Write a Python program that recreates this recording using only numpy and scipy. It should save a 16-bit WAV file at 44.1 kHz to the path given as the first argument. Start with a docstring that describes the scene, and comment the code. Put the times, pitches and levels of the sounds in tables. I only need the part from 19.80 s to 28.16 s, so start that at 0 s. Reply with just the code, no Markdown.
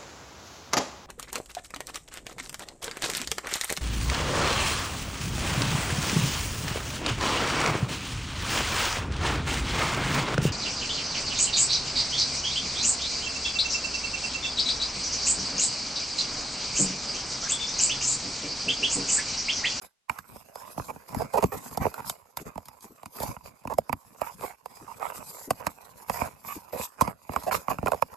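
"""A faint short rub in a quiet room, then sharp snaps: a kitten bites and claws at the edge of a hole
in a sheet of stiff paper, close to the microphone. Teeth and claws catch and slip off; each snap runs
through the sheet as a bending wave, treble first, bass last. A dragged tooth sticks and slips in a short
crunch. Between the snaps fur, muzzle and paws rub along the edge in short strokes with a grainy hiss and
small crackles, the sheet flexes with a low rumble, and soft pads and muzzle bump it dully."""
import sys
import numpy as np
from scipy import signal
from scipy.fft import rfft, irfft, next_fast_len
from scipy.io import wavfile
from scipy.ndimage import uniform_filter1d

SR = 44100
rng = np.random.default_rng(int(sys.argv[2]) if len(sys.argv) > 2 else 0)


def dump(signal):
    """Clip the signal to [-1, 1] and save it as 16-bit WAV at the path in sys.argv[1]."""
    limited = np.clip(np.atleast_2d(signal).T, -1, 1)
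    pcm = np.round(limited * 32767).astype(np.int16)
    wavfile.write(sys.argv[1], SR, pcm)


N = 368676

# colour of the sheet's middle range, only its shape counts: (frequency [Hz], level [dB])
SHEET_COLOUR = [(250, -29), (340, -8.5), (430, -0.5), (800, -2.5), (1000, 2), (1250, -4), (1750, -11),
                (2530, -7.5), (3000, -17.5), (4000, -69)]
# colour of the cracking and hissing paper fibres: (frequency [Hz], level [dB])
FIBRE_COLOUR = [(2200, -42), (3200, -6), (4500, -2.5), (5030, 2), (5600, -4.5), (6300, -2.5), (7300, 0.5),
                (9200, -6.5), (11500, -0.5), (12300, 4), (13100, -11), (15500, -34)]
# colour of the sheet's slow flexing: (frequency [Hz], level [dB])
BENDING_COLOUR = [(22, -19), (60, 4.5), (225, 4.5), (290, 0.5), (350, -10.5), (600, -45)]
# how alike the two microphone ports hear snaps and crunches: (frequency [Hz], likeness [0-1])
SNAP_ALIKE = [(100, 0.78), (600, 0.43), (9000, 0.97)]

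SNAP_SIZE, LEAD_SIZE = 4096, 768   # samples in one snap, and those ahead of its release
CREEP_S = 0.003   # time in which creeping and tearing grow or fade by a factor e
TRAVEL_S = 0.002115   # delay of bending waves at 1 kHz


def from_db(db):
    """Decibels to gain."""
    return 10 ** (np.asarray(db) / 20)


def rms_one(x):
    """Scale to rms 1."""
    return x / np.sqrt(np.mean(np.abs(x) ** 2) + 1e-20)


def in_time(rows):
    """Each column of a curve at every sample."""
    s, *columns = np.transpose(rows)
    return [np.interp(np.arange(N) / SR, s, c) for c in columns]


def bins(size):
    """Frequencies of a spectrum, kept above zero."""
    return np.maximum(np.fft.rfftfreq(size, 1 / SR), 1)


def at_hz(points, hz):
    """Read a table on a log-frequency axis."""
    f, value = np.transpose(points)
    return np.interp(np.log(hz), np.log(f), value)


def wander(shape, *spans):
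    """Smooth random field of rms 1 that holds over the given number of steps along each axis."""
    field = rng.standard_normal(shape)
    for axis, span in enumerate(spans):
        steps = shape[axis]
        blur = np.exp(-(np.pi * np.fft.rfftfreq(steps) * span) ** 2)
        spectrum = rfft(np.swapaxes(field, axis, -1))
        field = np.swapaxes(irfft(spectrum * blur, steps), axis, -1)
    return rms_one(field)


def causal(db):
    """Minimum-phase response with this colour and unit power: nothing rings before its cause."""
    cepstrum = irfft(np.log(from_db(db)))
    half = len(cepstrum) // 2
    cepstrum[1:half] *= 2
    cepstrum[half + 1:] = 0
    return rms_one(np.exp(rfft(cepstrum)))


def ports(common, apart, likeness, hz, share=1):
    """Left and right spectra; the right port faces the sheet and hears its middle range louder."""
    # balance of the two microphone ports: (frequency [Hz], left minus right [dB])
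    port_balance = [(380, 0.6), (650, -11), (2400, -8.5), (7000, -0.2)]
    alike = np.clip(at_hz(likeness, hz), 0, 1)
    sides = np.array([[1], [-1]])
    lean = from_db(sides * share * at_hz(port_balance, hz) / 2)
    apart = apart * np.sqrt((1 - alike) / (1 + alike))
    return (common + sides * apart) * lean / lean.mean(axis=0)


def travel(hz):
    """Bending waves travel as the root of frequency: treble arrives first, bass last."""
    return np.exp(-4j * np.pi * TRAVEL_S * np.sqrt(1000 * hz))


def air(level_db=-78.5):
    """The faint, slightly dull noise of the quiet room."""
    noise = uniform_filter1d(rng.standard_normal((2, N)), size=3)
    return from_db(level_db) * rms_one(noise)


def bumps(pad_hz=300, width_hz=260, length_s=0.0096):
    """Soft pads and muzzle press on the sheet: a dull swell of one low resonance, without any crack."""
    # soft bumps of paw or muzzle: (middle [s], level at the middle [dB])
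    soft_bumps = [(2.616, -41), (3.056, -50), (3.114, -48), (5.031, -44.5), (5.688, -40.5), (6.773, -41)]
    t, hz = np.arange(N) / SR, bins(N)
    push = sum(from_db(db) * np.exp(-((t - s) / length_s) ** 2 / 2) for s, db in soft_bumps)
    resonance = 1 / (1 + 2j * (hz - pad_hz) / width_hz) ** 2
    ringing = rms_one(irfft(rfft(rng.standard_normal(N)) * resonance, N))
    return push * ringing * from_db([[1.5], [-1.5]])   # louder on the left


def contact():
    """Levels of scrape, hiss and rumble at every sample, in dB: the strokes on top of the leaning."""
    # between strokes the kitten leans on the sheet and its fur keeps stirring: (time [s], scrape [dB])
    leaning_levels = [(0.27, -110), (0.31, -60), (0.9, -60), (2.2, -50), (2.52, -67.5), (2.8, -63),
                      (4.3, -62.5), (4.55, -54.5), (4.82, -68.5), (4.93, -55), (6.05, -57), (6.9, -58),
                      (7.4, -66), (7.62, -51.5), (8.3, -59)]
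    # a claw, tooth or cheek is drawn along the edge, levels at half length:
    # (half risen at [s], length [s], scrape [dB], hiss [dB], rumble [dB])
    edge_strokes = [(0.019, 0.029, -48, -46, -56.5), (0.299, 0.085, -49, -58, -86),
                    (0.478, 0.12, -55.5, -55, -61), (0.78, 0.16, -51.5, -52.5, -61),
                    (0.97, 0.18, -58, -52.5, -55), (1.28, 0.041, -48, -53.5, -51),
                    (1.342, 0.12, -45, -56, -42), (1.538, 0.13, -46.5, -50.5, -50),
                    (1.728, 0.059, -45, -48, -45), (1.825, 0.13, -54.5, -52.5, -51.5),
                    (2.006, 0.051, -38, -47, -37.5), (2.252, 0.059, -49.5, -40, -56),
                    (2.579, 0.029, -48, -50, -68), (2.656, 0.033, -43, -50, -47),
                    (3.023, 0.027, -51, -52, -59), (3.342, 0.12, -49.5, -46.5, -59),
                    (3.395, 0.12, -42, -44.5, -42.5), (3.641, 0.043, -51.5, -53, -57),
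                    (4.408, 0.086, -44.5, -53, -62), (4.6, .115, -43, -49.5, -56.5),
                    (4.976, 0.25, -56, -60, -72), (5.21, 0.11, -41.5, -49.5, -49.5),
                    (5.336, 0.1, -48, -49, -54), (5.464, 0.19, -59.5, -47.5, -66),
                    (5.791, 0.11, -48.5, -64, -59), (6.171, 0.064, -53.5, -53.5, -74),
                    (6.303, 0.17, -37.5, -43, -49.5), (6.655, 0.12, -49, -46.5, -54.5),
                    (6.928, 0.042, -44, -47.5, -50), (6.984, 0.069, -43.5, -39.5, -78),
                    (7.195, 0.11, -41, -51, -42), (7.518, 0.083, -42.5, -54.5, -47.5),
                    (7.715, 0.016, -32, -30, -50), (7.74, 0.011, -28, -33.5, -39.5),
                    (7.892, 0.031, -35, -42, -35.5), (8.04, 0.14, -49, -58.5, -53.5),
                    (8.32, 0.016, -49, -77, -46)]
    attack_share = 0.42   # of its length: long strokes swell slowly
    sag_db_per_s, release_db_per_s = 33, 456   # through the stroke, and in addition after its length
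    leaning_hiss_db, leaning_rumble_db = -3.5, -7   # relative to the leaning scrape
    t = np.arange(N) / SR
    leaning_db, = in_time(leaning_levels)
    power = from_db(leaning_db + np.array([[0], [leaning_hiss_db], [leaning_rumble_db]])) ** 2
    for s, length, *levels_db in edge_strokes:
        attack = attack_share * length
        near = slice(max(int((s - attack / 2) * SR), 0), int((s + length + .5) * SR))
        age = t[near] - s
        hold = np.clip(age / attack + .5, 0, 1)
        sag_db = sag_db_per_s * (age - length / 2)
        fade_db = sag_db + release_db_per_s * np.maximum(age - length, 0)
        power[:, near] += np.outer(from_db(levels_db), hold * from_db(-fade_db)) ** 2
    return 10 * np.log10(power)


def friction(colour_db, level_db, per_s, spread_db, smooth, judder_db, judder_s):
    """Tiny catches of fibres, uneven in size, over a smooth sliding noise; both ring in the sheet."""
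    # how alike the two microphone ports hear the rubbing: (frequency [Hz], likeness [0-1])
    rub_alike = [(60, 0.55), (400, 0.13), (6500, 0.2), (12000, 0.72)]
    size = 2 * next_fast_len(N // 2 + SNAP_SIZE)
    caught = rng.random(N) < per_s / SR
    grains = rms_one(caught * from_db(spread_db * np.minimum(rng.exponential(1, N), 4)))
    # the contact sticks and frees itself in turn
    grip = from_db(judder_db * wander((size,), judder_s * SR)[:N])
    catches = grains * rng.choice([-1, 1], (2, N))
    drive = rms_one(grip * (catches + smooth * rng.standard_normal((2, N))))
    response = rms_one(rfft(irfft(causal(colour_db)), size))
    common, apart = rfft(drive * from_db(level_db), size) * response
    return irfft(ports(common, apart, rub_alike, bins(size)))[:, :N]


def pressed(x, load_db, split_hz=850, usual_db=-10, darken=0.27):
    """The more a stroke bends the sheet, the lower its scrape sounds; load_db is rumble over scrape."""
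    low = signal.sosfiltfilt(signal.butter(2, split_hz, fs=SR, output="sos"), x)
    gain = from_db(darken * (load_db - usual_db))
    return low * gain + (x - low) / gain


def sliding(x, patch_db, patch_hz, hold_s, size=512):
    """As the contact slides along the edge, resonances of the sheet swell and fade."""
    hz, s, spectra = signal.stft(x, SR, nperseg=size)
    gain = from_db(patch_db * wander(spectra.shape[1:], patch_hz / hz[1], hold_s / s[1]))
    return signal.istft(spectra * rms_one(gain), SR, nperseg=size)[1][:, :N]


def rubbing(scrape_db, hiss_db, rumble_db, edge_hz=950, focus_db=4.0, hiss_tilt_db=3.0):
    """Claws scrape, fur hisses, the pushed sheet rumbles; the scrape favours the free edge's pitch."""
    hz = bins(SNAP_SIZE)
    focus = -focus_db * np.minimum(np.abs(np.log2(hz / edge_hz)), 1)
    scrape = friction(at_hz(SHEET_COLOUR, hz) + focus, scrape_db,
                      per_s=480, spread_db=2.6, smooth=0.55, judder_db=2.0, judder_s=0.006)
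    hiss = friction(at_hz(FIBRE_COLOUR, hz) + hiss_tilt_db * np.log2(hz), hiss_db,
                    per_s=1000, spread_db=2.0, smooth=2.0, judder_db=3.0, judder_s=0.01)
    rumble = friction(at_hz(BENDING_COLOUR, hz), rumble_db,
                      per_s=200, spread_db=2.0, smooth=0.4, judder_db=3.0, judder_s=0.013)
    body = pressed(scrape, rumble_db - scrape_db) + rumble
    body = sliding(body, patch_db=4.0, patch_hz=103, hold_s=0.029)
    return body + sliding(hiss, patch_db=3.3, patch_hz=260, hold_s=.04)


def slip(decay_s, scatter):
    """Spectrum of a release: fibres creep, let go at once, then a scatter of small slips dies away."""
    creep_share = 0.28   # creep before the release, relative to the scatter after it
    t = (np.arange(SNAP_SIZE) - LEAD_SIZE) / SR
    grains = rng.standard_normal(SNAP_SIZE) * rng.exponential(1, SNAP_SIZE)
    before = rfft(grains * (t < 0) * np.exp(-np.abs(t) / CREEP_S))
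    after = rfft(grains * (t > 0) * np.exp(-np.abs(t) / decay_s))
    return rfft(t == 0) + scatter * (creep_share * rms_one(before) + rms_one(after))


def snap_part(colour_db, share, decay_s, scatter):
    """A slip rings through one range of the sheet; its common part has the energy of 10 ms at rms 1."""
    hz, response = bins(SNAP_SIZE), causal(colour_db)
    common, apart = (rms_one(slip(decay_s, scatter) * response) for _ in range(2))
    apart = apart * rng.choice([1j, -1j])   # the ports hear different spots of the sheet, out of step
    return ports(common, apart, SNAP_ALIKE, hz, share) * np.sqrt(SR / 100)


def crackles(scrape_db):
    """Now and then the paper crinkles under the scrape: a small soft snap, each at its own pitch."""
    per_s, middle_hz = 16, 833
    least_db, spread_db = -4, 4   # lowest level relative to the scrape, and random rise above it
    fibre_db = -22   # fibre colour relative to the sheet's
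    hz, out = bins(SNAP_SIZE), np.zeros((2, N + SNAP_SIZE))
    for start in np.flatnonzero(rng.random(N) < per_s / SR):
        pitch_hz = middle_hz * 2 ** rng.uniform(-0.42, 0.34)
        colour_db = at_hz(SHEET_COLOUR, hz) - 10 * np.minimum(np.log2(hz / pitch_hz) ** 2, 1)
        colour_db = np.maximum(colour_db, at_hz(FIBRE_COLOUR, hz) + fibre_db)
        sound = snap_part(colour_db, share=0.48, decay_s=CREEP_S, scatter=1) * travel(hz)
        db = scrape_db[start] + least_db + spread_db * min(rng.exponential(), 2)
        out[:, start:start + SNAP_SIZE] += from_db(db) * irfft(sound)
    return out[:, LEAD_SIZE:LEAD_SIZE + N]


def bitten(hz, pitch_hz, focus_db, bright_db, usual_hz=780):
    """Colour in dB: the place of the bite favours one octave either side; low bites are also duller."""
    focus = -focus_db * np.minimum(np.log2(hz / pitch_hz) ** 2, 1)
    octaves = np.log2(np.maximum(hz, usual_hz / 2) / usual_hz)
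    return at_hz(SHEET_COLOUR, hz) + focus + bright_db * np.log2(pitch_hz / usual_hz) * octaves


def stick_slip(length, size, count=24):
    """Spectrum of an uneven run of slips with fine tearing, that stops when the tooth comes free."""
    slips_per_s, uneven, spread_db = 260, 0.45, 2.5
    grit = 0.64   # fine tearing, relative to the slips
    t = (np.arange(size) - LEAD_SIZE) / SR
    gaps = (1 + uneven * rng.uniform(-0.87, 1, count)) / slips_per_s
    at = np.cumsum(gaps) - gaps[0]
    strengths = from_db(spread_db * rng.standard_normal(count)) * (at <= length)
    slips = np.bincount(LEAD_SIZE + (at * SR).astype(int), strengths, size)
    outside_s = np.abs(t - np.clip(t, 0, length))   # time before or after the run
    tearing = rng.standard_normal(size) * np.exp(-outside_s / CREEP_S)
    return rms_one(rfft(slips)) + grit * rms_one(rfft(tearing))


def crunches(tilt_db=-1.5, focus_db=10.5, bright_db=20.5, modes_db=7.0):
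    """Every slip of a run rings the same spot of the sheet, cracks a few fibres and flexes the edge."""
    # a tooth drags through the edge in a quick run of slips, level of the part common to both ports:
    # (treble arrives [s], length [s], rms level over that length [dB], pitch [Hz])
    tooth_drags = [(1.084, 0.025, -35.5, 820), (1.397, 0.029, -30.5, 643), (1.537, 0.024, -23.5, 660),
                   (1.572, 0.018, -21, 710), (1.63, 0.0057, -19, 700), (1.719, 0.032, -33.5, 712),
                   (2.013, 0.021, -34.5, 800), (2.179, 0.026, -35.5, 790), (3.899, 0.028, -32.5, 725),
                   (4.631, 0.017, -32, 670), (5.076, 0.044, -43.5, 850), (6.684, 0.047, -40, 1190),
                   (6.93, 0.03, -34, 600), (7.665, 0.032, -26.5, 657), (7.711, 0.017, -27.5, 1040),
                   (7.905, 0.012, -26, 756), (8.07, 0.0049, -21.5, 810)]
    crack_db, thump_db = -21.5, -15.5   # fibres and flexing, relative to the ringing
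    size = 2 * SNAP_SIZE
    hz, out = bins(size), np.zeros((2, N + size))
    crack = from_db(crack_db) * causal(at_hz(FIBRE_COLOUR, hz))
    thump = from_db(thump_db) * causal(at_hz(BENDING_COLOUR, hz))
    for s, length, db, pitch_hz in tooth_drags:
        run = stick_slip(length, size)
        colour_db = bitten(hz, pitch_hz, focus_db, bright_db)
        # a dragged tooth sounds rounder than a snap
        colour_db = colour_db + tilt_db * np.log2(np.maximum(hz, pitch_hz / 2))
        heard = []
        for _ in range(2):
            ringing = causal(colour_db + modes_db * wander(hz.shape, 19.2))
            heard.append(rms_one(run * (ringing + crack + thump)))
        common, apart = heard
        sound = ports(common, apart * rng.choice([1j, -1j]), SNAP_ALIKE, hz) * travel(hz)
        start = int((s - TRAVEL_S / 4) * SR) - LEAD_SIZE   # at 16 kHz the delay is a quarter
        out[:, start:start + size] += from_db(db) * np.sqrt(length * SR) * irfft(sound)
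    return out[:, :N]


def snaps(scrape_db, focus_db=11.5, modes_db=3.5, bright_db=13.0):
    """Each snap is a crack of fibres, a knock of the sheet and a thump as it springs back."""
    # a tooth or claw slips off the edge; rms levels over 10 ms of the part common to both ports:
    # (treble arrives [s], knock [dB], knock pitch [Hz], thump [dB], crack [dB])
    edge_snaps = [(0.2963,-25,1050,-40,-41.5), (0.387,-37.5,1120,-48.5,-45), (0.558,-46,610,-48,-61),
                  (0.756,-38,700,-60,-47), (0.9776,-32,690,-33,-69), (0.997,-33.5,700,-38,-59),
                  (1.16,-44,694,-46,-74), (1.3463,-32.5,756,-53,-43), (1.6249,-27.5,794,-31,-40.5),
                  (1.6397,-21,650,-20.5,-37), (1.9734,-28,595,-33,-36.5), (2.0524,-22.5,610,-31.5,-63),
                  (2.0651,-23,634,-35.5,-65), (2.141,-39,900,-72,-43.5), (2.297,-34.5,905,-59,-29),
                  (2.571,-34,970,-46,-34), (2.7564,-42,795,-39,-60), (2.7779,-36,800,-42.5,-51.5),
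                  (2.856,-60,1000,-63,-50), (2.884,-47.5,920,-54,-47.5), (3.008,-72,1100,-79,-53),
                  (3.2312,-42,730,-55,-56), (3.258,-40.5,1160,-44,-46.5), (3.4019,-34.5,567,-39,-39.5),
                  (3.4309,-32,646,-37,-38.5), (3.565,-41,860,-45,-71), (3.8515,-34.5,560,-37,-61),
                  (3.8735,-35.5,890,-35.5,-49.5), (3.937,-42,915,-41.5,-48), (3.9839,-17.3,580,-34,-37),
                  (4.094,-28.5,780,-35,-50), (4.128,-26,854,-31.5,-38), (4.4155,-27,723,-41,-44.5),
                  (4.858,-37,700,-61,-50), (5.706,-20.5,737,-31,-30.5), (5.8673,-24.5,940,-33.5,-33),
                  (6.297,-24,830,-34.5,-39), (6.4173,-26.5,776,-29,-65), (6.9948,-33,630,-37,-60),
                  (7.2099,-18.5,804,-60,-30.5), (7.2173,-23,650,-24,-34), (7.276,-29,740,-32.5,-46.5),
                  (7.4927,-33.5,720,-32.5,-66), (7.5611,-22,815,-34.5,-41.5), (7.635,-42.5,820,-45,-46),
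                  (7.882,-25.5,770,-36,-51), (7.985,-34,850,-32,-55), (8.028,-33,563,-28,-75),
                  (8.0599,-26,665,-39,-42.5), (8.081,-25,690,-39,-41.5), (8.1182,-23,805,-43,-39.5),
                  (8.132,-25.5,600,-41,-62), (8.144,-32,616,-44.5,-51), (8.2228,-19.5,860,-38,-38)]
    # as the kitten works round the hole, its snaps lean more or less to the right:
    # (time [s], share of the port balance [1])
    lean_share = [(1.64, 1.2), (3.98, 0.96), (4.1, 1.6), (5.7, 0.091), (5.87, 1.4), (7.2, 1.3)]
    hz, out = bins(SNAP_SIZE), np.zeros((2, N + SNAP_SIZE))
    for s, knock, pitch_hz, thump, crack in edge_snaps:
        modes = modes_db * wander(hz.shape, 9.0)   # each place wakes its own mix of modes
        share = np.interp(s, *np.transpose(lean_share))
        # a lone snap is short; one in the midst of hard scraping drags on
        drag = 1 + 5 * min(from_db(scrape_db[int(s * SR)] - knock), 1)
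        knock_colour = bitten(hz, pitch_hz, focus_db, bright_db) + modes
        thump_colour = at_hz(BENDING_COLOUR, hz)
        crack_colour = at_hz(FIBRE_COLOUR, hz) + modes
        sound = from_db(knock) * snap_part(knock_colour, share, decay_s=0.003 * drag, scatter=0.58)
        sound += from_db(thump) * snap_part(thump_colour, share, decay_s=0.014, scatter=0.79)
        sound += from_db(crack) * snap_part(crack_colour, share, decay_s=0.0033 * drag, scatter=1.0)
        start = int((s - TRAVEL_S / 4) * SR) - LEAD_SIZE   # at 16 kHz the delay is a quarter
        out[:, start:start + SNAP_SIZE] += irfft(sound * travel(hz))
    return out[:, :N]


def scene():
    """The quiet room, soft bumps, rubbing, crackles and crunches, with the snaps in front."""
    scrape_db, hiss_db, rumble_db = contact()
    background = air() + bumps()
    rubs = rubbing(scrape_db, hiss_db, rumble_db) + crackles(scrape_db)
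    return background + rubs + crunches() + snaps(scrape_db)


def record(dry):
    """A steep low-pass cuts the top above 16 kHz."""
    return signal.sosfilt(signal.cheby1(10, .1, 16000, fs=SR, output="sos"), dry)


dry = scene()
out = record(dry)
dump(out)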